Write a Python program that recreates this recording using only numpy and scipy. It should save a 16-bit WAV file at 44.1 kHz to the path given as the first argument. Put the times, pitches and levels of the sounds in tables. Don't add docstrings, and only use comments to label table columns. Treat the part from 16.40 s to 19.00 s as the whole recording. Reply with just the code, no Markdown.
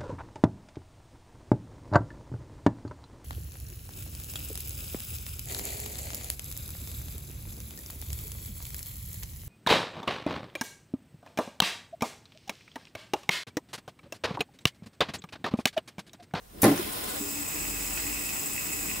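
import sys
import numpy as np
from scipy import signal
from scipy.fft import rfft, irfft
from scipy.io import wavfile

SR = 44100
rng = np.random.default_rng(int(sys.argv[2]) if len(sys.argv) > 2 else 0)


def bounce(signal):
    frames = np.transpose(np.atleast_2d(signal))
    limited = np.clip(frames, -1, 1)
    pcm = np.round(limited * 32767).astype(np.int16)
    wavfile.write(sys.argv[1], SR, pcm)


N = 114660
T = np.arange(N) / SR

# (time [s], held hiss [dB], free ring [dB], chatter [dB])
SPIN_LEVELS = [(0, -72, -103, -86), (.21, -51.5, -83, -87), (.245, -35, -68, -68), (.34, -36.5, -64, -46),
               (.55, -37, -53, -56), (.765, -37, -39, -66), (.79, -44, -35.5, -48.5),
               (1.05, -48.5, -34.5, -44), (1.6, -50, -33, -42), (2.3, -60, -33.5, -42.5),
               (2.6, -43, -34, -43)]
# (time [s], boost [dB])
CATCHES = [(.529, 8.5), (.642, 6), (.7, 4), (1.865, 1.5), (2.135, 3), (2.331, 5)]
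# (centre [Hz], width [Hz], level [dB])
HELD_MODES = [(616, 31, 2), (1044, 32, 9.5), (1476, 59, 5), (2046, 70, 2.5), (3370, 1400, -1.5),
              (5210, 410, 0), (9750, 320, 4.5), (10280, 400, 0), (14100, 1300, 2.5), (15900, 750, 6)]
FREE_MODES = [(5120, 346, -6), (6195, 290, -9), (6964, 240, -3.5), (7590, 600, -2.5), (7890, 214, 2),
              (8660, 1250, -10.5), (9900, 450, -5.5), (13150, 1670, -11), (14500, 850, -6.5),
              (15900, 1400, -4)]
BODY_MODES = [(1986, 133, -4), (2220, 140, -6.5), (2553, 130, 1.5), (2657, 140, -2.5)]
TABLE_MODES = [(95, 25, -8), (206, 33, -9.5), (287, 27, -5), (342, 76, -10.5)]
# (frequency [Hz], level [dB])
HELD_SPECTRUM = [(100, -36), (400, 5.5), (1100, 0), (4500, -3.5), (6300, -6.5), (8500, -3.5), (12000, -2.5),
                 (16000, -13)]
FREE_SPECTRUM = [(100, -33.5), (500, -13.5), (1050, -11), (1500, -15.5), (4400, -17.5), (5700, -38),
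                 (11000, -21), (16000, -9)]
BODY_SPECTRUM = [(200, -25), (1000, -21), (2900, -11), (3400, -19.5), (8000, -13), (16000, -26.5)]
RATTLE_SPECTRUM = [(0, -60)]
TABLE_SPECTRUM = [(10, -35), (30, -18.5), (120, -8.5), (250, -10), (450, -16.5), (800, -29), (1600, -35.5),
                  (6000, -73)]
# (time [s], level [dB])
RATTLES = [(.958, -19), (1.065, -20), (1.18, -16.5), (1.252, -14), (1.575, -13), (1.667, -15),
           (2.163, -13.5), (2.179, -9.5), (2.332, -13), (2.485, -15.5), (2.498, -16), (2.513, -10.5)]
# (time [s], level [dB], t60 [s])
CRUNCHES = [(0.377, -25.5, 0.015), (1.573, -36.5, 0.13), (1.599, -42, 0.083)]
# (time [s], thud [dB], clack [dB], tick [dB])
KNOCKS = [(0.2313, -12, -16, -14), (0.2401, -13, -15.5, -14.5), (0.2438, -26, -23, -14),
          (0.2558, -27, -23, -22), (0.265, -27, -24, -36), (0.279, -34, -20.5, -31), (0.315, -26, -24, -53)]
# (frequency [Hz], level [dB], t60 [s])
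THUD_MODES = [(113.8, -13, 0.27), (169.8, -13.5, 0.32), (211, -6, 0.19), (278.3, -9.5, 0.17),
              (352, -14, 0.33), (416, -13, 0.36), (515.5, -15, 0.18), (576, -17, 0.3), (622, -12, 0.21),
              (730, -16, 0.22), (792, -10, 0.2), (810, -21, 0.25), (1044, -15, 0.23), (1389, -22.5, 0.22),
              (1773, -18, 0.13), (1812, -18, 0.11), (2000, -22, 0.2)]
# (time [s], pitch [Hz], level [dB])
SHUDDER_TRACK = [(.255, 376, -30), (.27, 353.7, -22), (.289, 276, -19), (.301, 269, -29),
                 (.318, 298, -17.5), (.335, 277, -27), (.36, 268, -44)]
# (start [s], pitch [Hz], level [dB], rise [s])
BUMPS = [(.391, 359.6, -28, 0.0052), (.797, 215, -36, 0.0099), (.801, 287.5, -33.5, 0.012),
         (.812, 403, -43, 0.023)]
# (frequency [Hz], level [dB])
GRIT_SPECTRUM = [(200, -7), (1500, 4), (7000, -2), (16000, -11)]
NAIL_SPECTRUM = [(500, -16), (4400, -15), (6500, -4.5), (9000, -4.5), (12000, 3), (16000, -0.5)]
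CLACK_SPECTRUM = [(60, -8), (200, 15.5), (800, 2.5), (1200, -3.5), (2000, -6), (2900, -11), (6000, -19.5),
                  (16000, -37)]
TICK_SPECTRUM = [(500, -39), (3500, 1), (5500, 2.5), (8000, -7), (11000, 14), (16000, -16)]
ROOM_SPECTRUM = [(20, -2), (100, -2), (250, -10.5), (700, -14.5), (3000, -22.5), (16000, -21)]
# (time [s], level [dB])
RUMBLE_LEVEL = [(0, -79), (.11, -60), (.15, -48.5), (.22, -43.5), (.25, -52), (.42, -40), (.52, -45),
                (.78, -46.5), (1.3, -44.5), (1.95, -47), (2.6, -44)]
NOTE_LEVEL = [(.71, -59), (.76, -44), (.82, -53), (.88, -45.5), (1.02, -44), (1.09, -57), (1.16, -42.5),
              (1.22, -58), (1.3, -46.5), (1.45, -52.5), (1.64, -48), (1.696, -41), (1.745, -53),
              (1.784, -44.5), (1.85, -56), (2.11, -48.5), (2.17, -83), (2.38, -51), (2.6, -57)]
HUM_LEVEL = [(0, -61), (.15, -54.5), (1.08, -57), (1.3, -44), (1.55, -46), (1.8, -48), (2.03, -60.5),
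             (2.38, -52), (2.6, -50)]
# (frequency [Hz], side minus mid [dB])
SPIN_WIDTH = [(60, -7), (300, -5), (600, 4), (1400, 0.5), (2000, -1.5), (2600, -1.5), (3500, 0), (5200, -3),
              (6400, -2), (7800, -7), (11000, -4.5), (15000, -5)]
FLICK_WIDTH = [(380, -34), (700, -15), (1300, -5), (2400, -6), (4400, -2), (15000, -4)]
# (frequency [Hz], left minus right [dB])
BALANCE = [(1300, 0), (2000, -3.5), (2700, -0.5), (6500, 2), (8000, 1.5), (15000, 0)]

PULSE_SIGMA_S, UNEVEN_HZ = .0045, 91


def amp(db):
    return 10 ** (np.asarray(db) / 20)


def unit(x):
    return x / np.sqrt(np.mean(x ** 2) + 1e-20)


def curve(rows, column=1):
    rows = np.array(rows)
    return np.interp(T, rows[:, 0], rows[:, column])


def spectrum_db(points, hz):
    points_hz, db = np.transpose(points)
    return np.interp(np.log(hz + 1), np.log(points_hz + 1), db)


def colour(x, spectrum, modes=(), size=8192):
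    hz = np.fft.rfftfreq(size, 1 / SR)
    power = amp(spectrum_db(spectrum, hz)) ** 2
    for centre_hz, width_hz, db in modes:
        power += amp(db) ** 2 / (1 + 2 * ((hz - centre_hz) / width_hz) ** 2) ** 2
    cepstrum = irfft(np.log(power + 1e-12) / 2)
    cepstrum[1:size // 2] *= 2
    cepstrum[size // 2 + 1:] = 0
    ring = irfft(np.exp(rfft(cepstrum)))
    return signal.oaconvolve(x, ring / np.linalg.norm(ring))[:N]


def wobble(cutoff_hz):
    hz = np.fft.rfftfreq(N, 1 / SR)
    return unit(irfft(rfft(rng.standard_normal(N)) * np.exp(-(hz / cutoff_hz) ** 2), N))


def grains(per_s, spread_db):
    strength = amp(spread_db * np.minimum(rng.exponential(1, N), 5))
    return unit(strength * rng.choice([-1, 1], N) * (rng.random(N) < per_s / SR))


def decay(start_s, t60_s):
    return (T >= start_s) * np.exp(-np.log(1000) * np.maximum(T - start_s, 0) / t60_s)


def lap_pulses(lap_hz=15.7, slowing_hz_per_s=.56, pass_s=.828):
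    t = T - pass_s
    laps = lap_hz * t - slowing_hz_per_s * t ** 2 / 2
    offset_s = np.sin(np.pi * laps) / (np.pi * lap_hz)
    pulses = np.exp(-(offset_s / PULSE_SIGMA_S) ** 2 / 2)
    return pulses - pulses.mean()


def bearing(uneven_db=.87, lap_db=5.5):
    contacts = grains(per_s=6000, spread_db=2.5) * amp(uneven_db * wobble(UNEVEN_HZ))
    held = colour(contacts * amp(curve(SPIN_LEVELS, column=1)), HELD_SPECTRUM, HELD_MODES)
    contacts = grains(per_s=14000, spread_db=2) * amp(uneven_db * wobble(UNEVEN_HZ))
    free = colour(contacts * amp(curve(SPIN_LEVELS, column=2)), FREE_SPECTRUM, FREE_MODES)
    catch_band = signal.butter(2, [6500, 11500], "band", fs=SR, output="sos")
    catch_db = sum(db * np.exp(-((T - at_s) / PULSE_SIGMA_S) ** 2 / 2) for at_s, db in CATCHES)
    catches = signal.sosfiltfilt(catch_band, held + free) * (amp(catch_db) - 1)
    race_band = signal.butter(2, [7000, 8600], "band", fs=SR, output="sos")
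    swells = signal.sosfiltfilt(race_band, free) * (amp(lap_db * lap_pulses()) - 1)
    return held + free + catches + swells


def chatter(lap_dip_db=.5, uneven_db=.13):
    level_db = curve(SPIN_LEVELS, column=3) - lap_dip_db * lap_pulses() - uneven_db * wobble(UNEVEN_HZ)
    taps = grains(per_s=900, spread_db=2) * amp(level_db)
    rattles = np.zeros(N)
    for at_s, db in RATTLES:
        rattles[round(at_s * SR)] += amp(db)
    return colour(taps, BODY_SPECTRUM, BODY_MODES) + colour(rattles, RATTLE_SPECTRUM, BODY_MODES)


def grit():
    envelope = sum(amp(db) * decay(at_s, t60_s) for at_s, db, t60_s in CRUNCHES)
    return colour(envelope * rng.standard_normal(N), GRIT_SPECTRUM)


def scrape(start_s=.2173, rise_s=.0028, fade_after_s=.0066, fade_s=.0052, level_db=-18):
    t = T - start_s
    envelope = np.clip(t / rise_s, 0, 1) * np.exp(-np.maximum(t - fade_after_s, 0) / fade_s)
    return amp(level_db) * colour(envelope * rng.standard_normal(N), NAIL_SPECTRUM)


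def knocks(thud_rise_s=.0018, clack_t60_s=.15, tick_t60_s=.011):
    blow_energy, clack_power, tick_power = np.zeros((3, N))
    for at_s, thud_db, clack_db, tick_db in KNOCKS:
        blow_energy[round(at_s * SR)] += amp(thud_db) ** 2
        clack_power += (amp(clack_db) * decay(at_s, clack_t60_s)) ** 2
        tick_power += (amp(tick_db) * decay(at_s, tick_t60_s)) ** 2
    t = T[:SR // 2]
    thud = np.zeros(N)
    for hz, db, t60_s in THUD_MODES:
        ring = amp(db - 60 * t / t60_s) * (1 - np.exp(-t / thud_rise_s))
        envelope = np.sqrt(abs(signal.fftconvolve(blow_energy, ring ** 2)[:N]))
        thud += envelope * np.sin(2 * np.pi * hz * (T - KNOCKS[0][0]))
    clack = colour(np.sqrt(clack_power) * rng.standard_normal(N), CLACK_SPECTRUM)
    tick = colour(np.sqrt(tick_power) * rng.standard_normal(N), TICK_SPECTRUM)
    return thud + clack + tick


def shudder(octave_db=-20):
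    active = (T > SHUDDER_TRACK[0][0]) & (T < SHUDDER_TRACK[-1][0])
    phase = 2 * np.pi * np.cumsum(curve(SHUDDER_TRACK) * active) / SR
    envelope = amp(curve(SHUDDER_TRACK, column=2)) * active
    return np.sqrt(2) * envelope * (np.sin(phase) + amp(octave_db) * np.sin(2 * phase))


def bumps():
    notes = np.zeros(N)
    for start_s, hz, db, rise_s in BUMPS:
        t = np.maximum(T - start_s, 0)
        envelope = amp(db) * t / rise_s * np.exp(1 - t / rise_s)
        notes += envelope * np.sin(2 * np.pi * hz * t)
    return np.sqrt(2) * notes


def tabletop(note_hz=281.4, waver_hz=7.52):
    rumble = colour(rng.standard_normal(N), TABLE_SPECTRUM, TABLE_MODES) * amp(curve(RUMBLE_LEVEL))
    pitch_hz = note_hz + waver_hz * wobble(cutoff_hz=11.53)
    note = np.sqrt(2) * np.sin(2 * np.pi * np.cumsum(pitch_hz) / SR)
    return rumble + note * amp(curve(NOTE_LEVEL)) * (T > NOTE_LEVEL[0][0])


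def hum(hz=49.5):
    return np.sqrt(2) * np.sin(2 * np.pi * hz * T) * amp(curve(HUM_LEVEL))


def room_tone(level_db=-57):
    return amp(level_db) * colour(rng.standard_normal(N), ROOM_SPECTRUM)


def reflections(x, gap_s=.004, t60_s=.11):
    tail = rng.standard_normal(SR // 3) * decay(gap_s, t60_s)[:SR // 3]
    return signal.oaconvolve(x, tail / np.linalg.norm(tail))[:N]


def stereo(x, width, room_db):
    hz = np.fft.rfftfreq(N, 1 / SR)
    mid = rfft(x + amp(room_db) * reflections(x)) / np.hypot(1, amp(room_db))
    side = rfft(reflections(x)) * amp(spectrum_db(width, hz))
    lean = amp(spectrum_db(BALANCE, hz) / 2)
    return irfft([(mid + side) * lean, (mid - side) / lean], N)


def scene():
    flick = scrape() + knocks() + shudder() + bumps()
    spin = bearing() + chatter() + grit() + tabletop() + room_tone()
    return stereo(flick, FLICK_WIDTH, room_db=-16) + stereo(spin, SPIN_WIDTH, room_db=-12) + hum()


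def record(dry):
    cutoff_hz = 15760
    lowpass = signal.firwin(1023, cutoff_hz, window=("kaiser", 8), fs=SR)
    return signal.oaconvolve(dry, lowpass[None], "same")


dry = scene()
out = record(dry)
bounce(out)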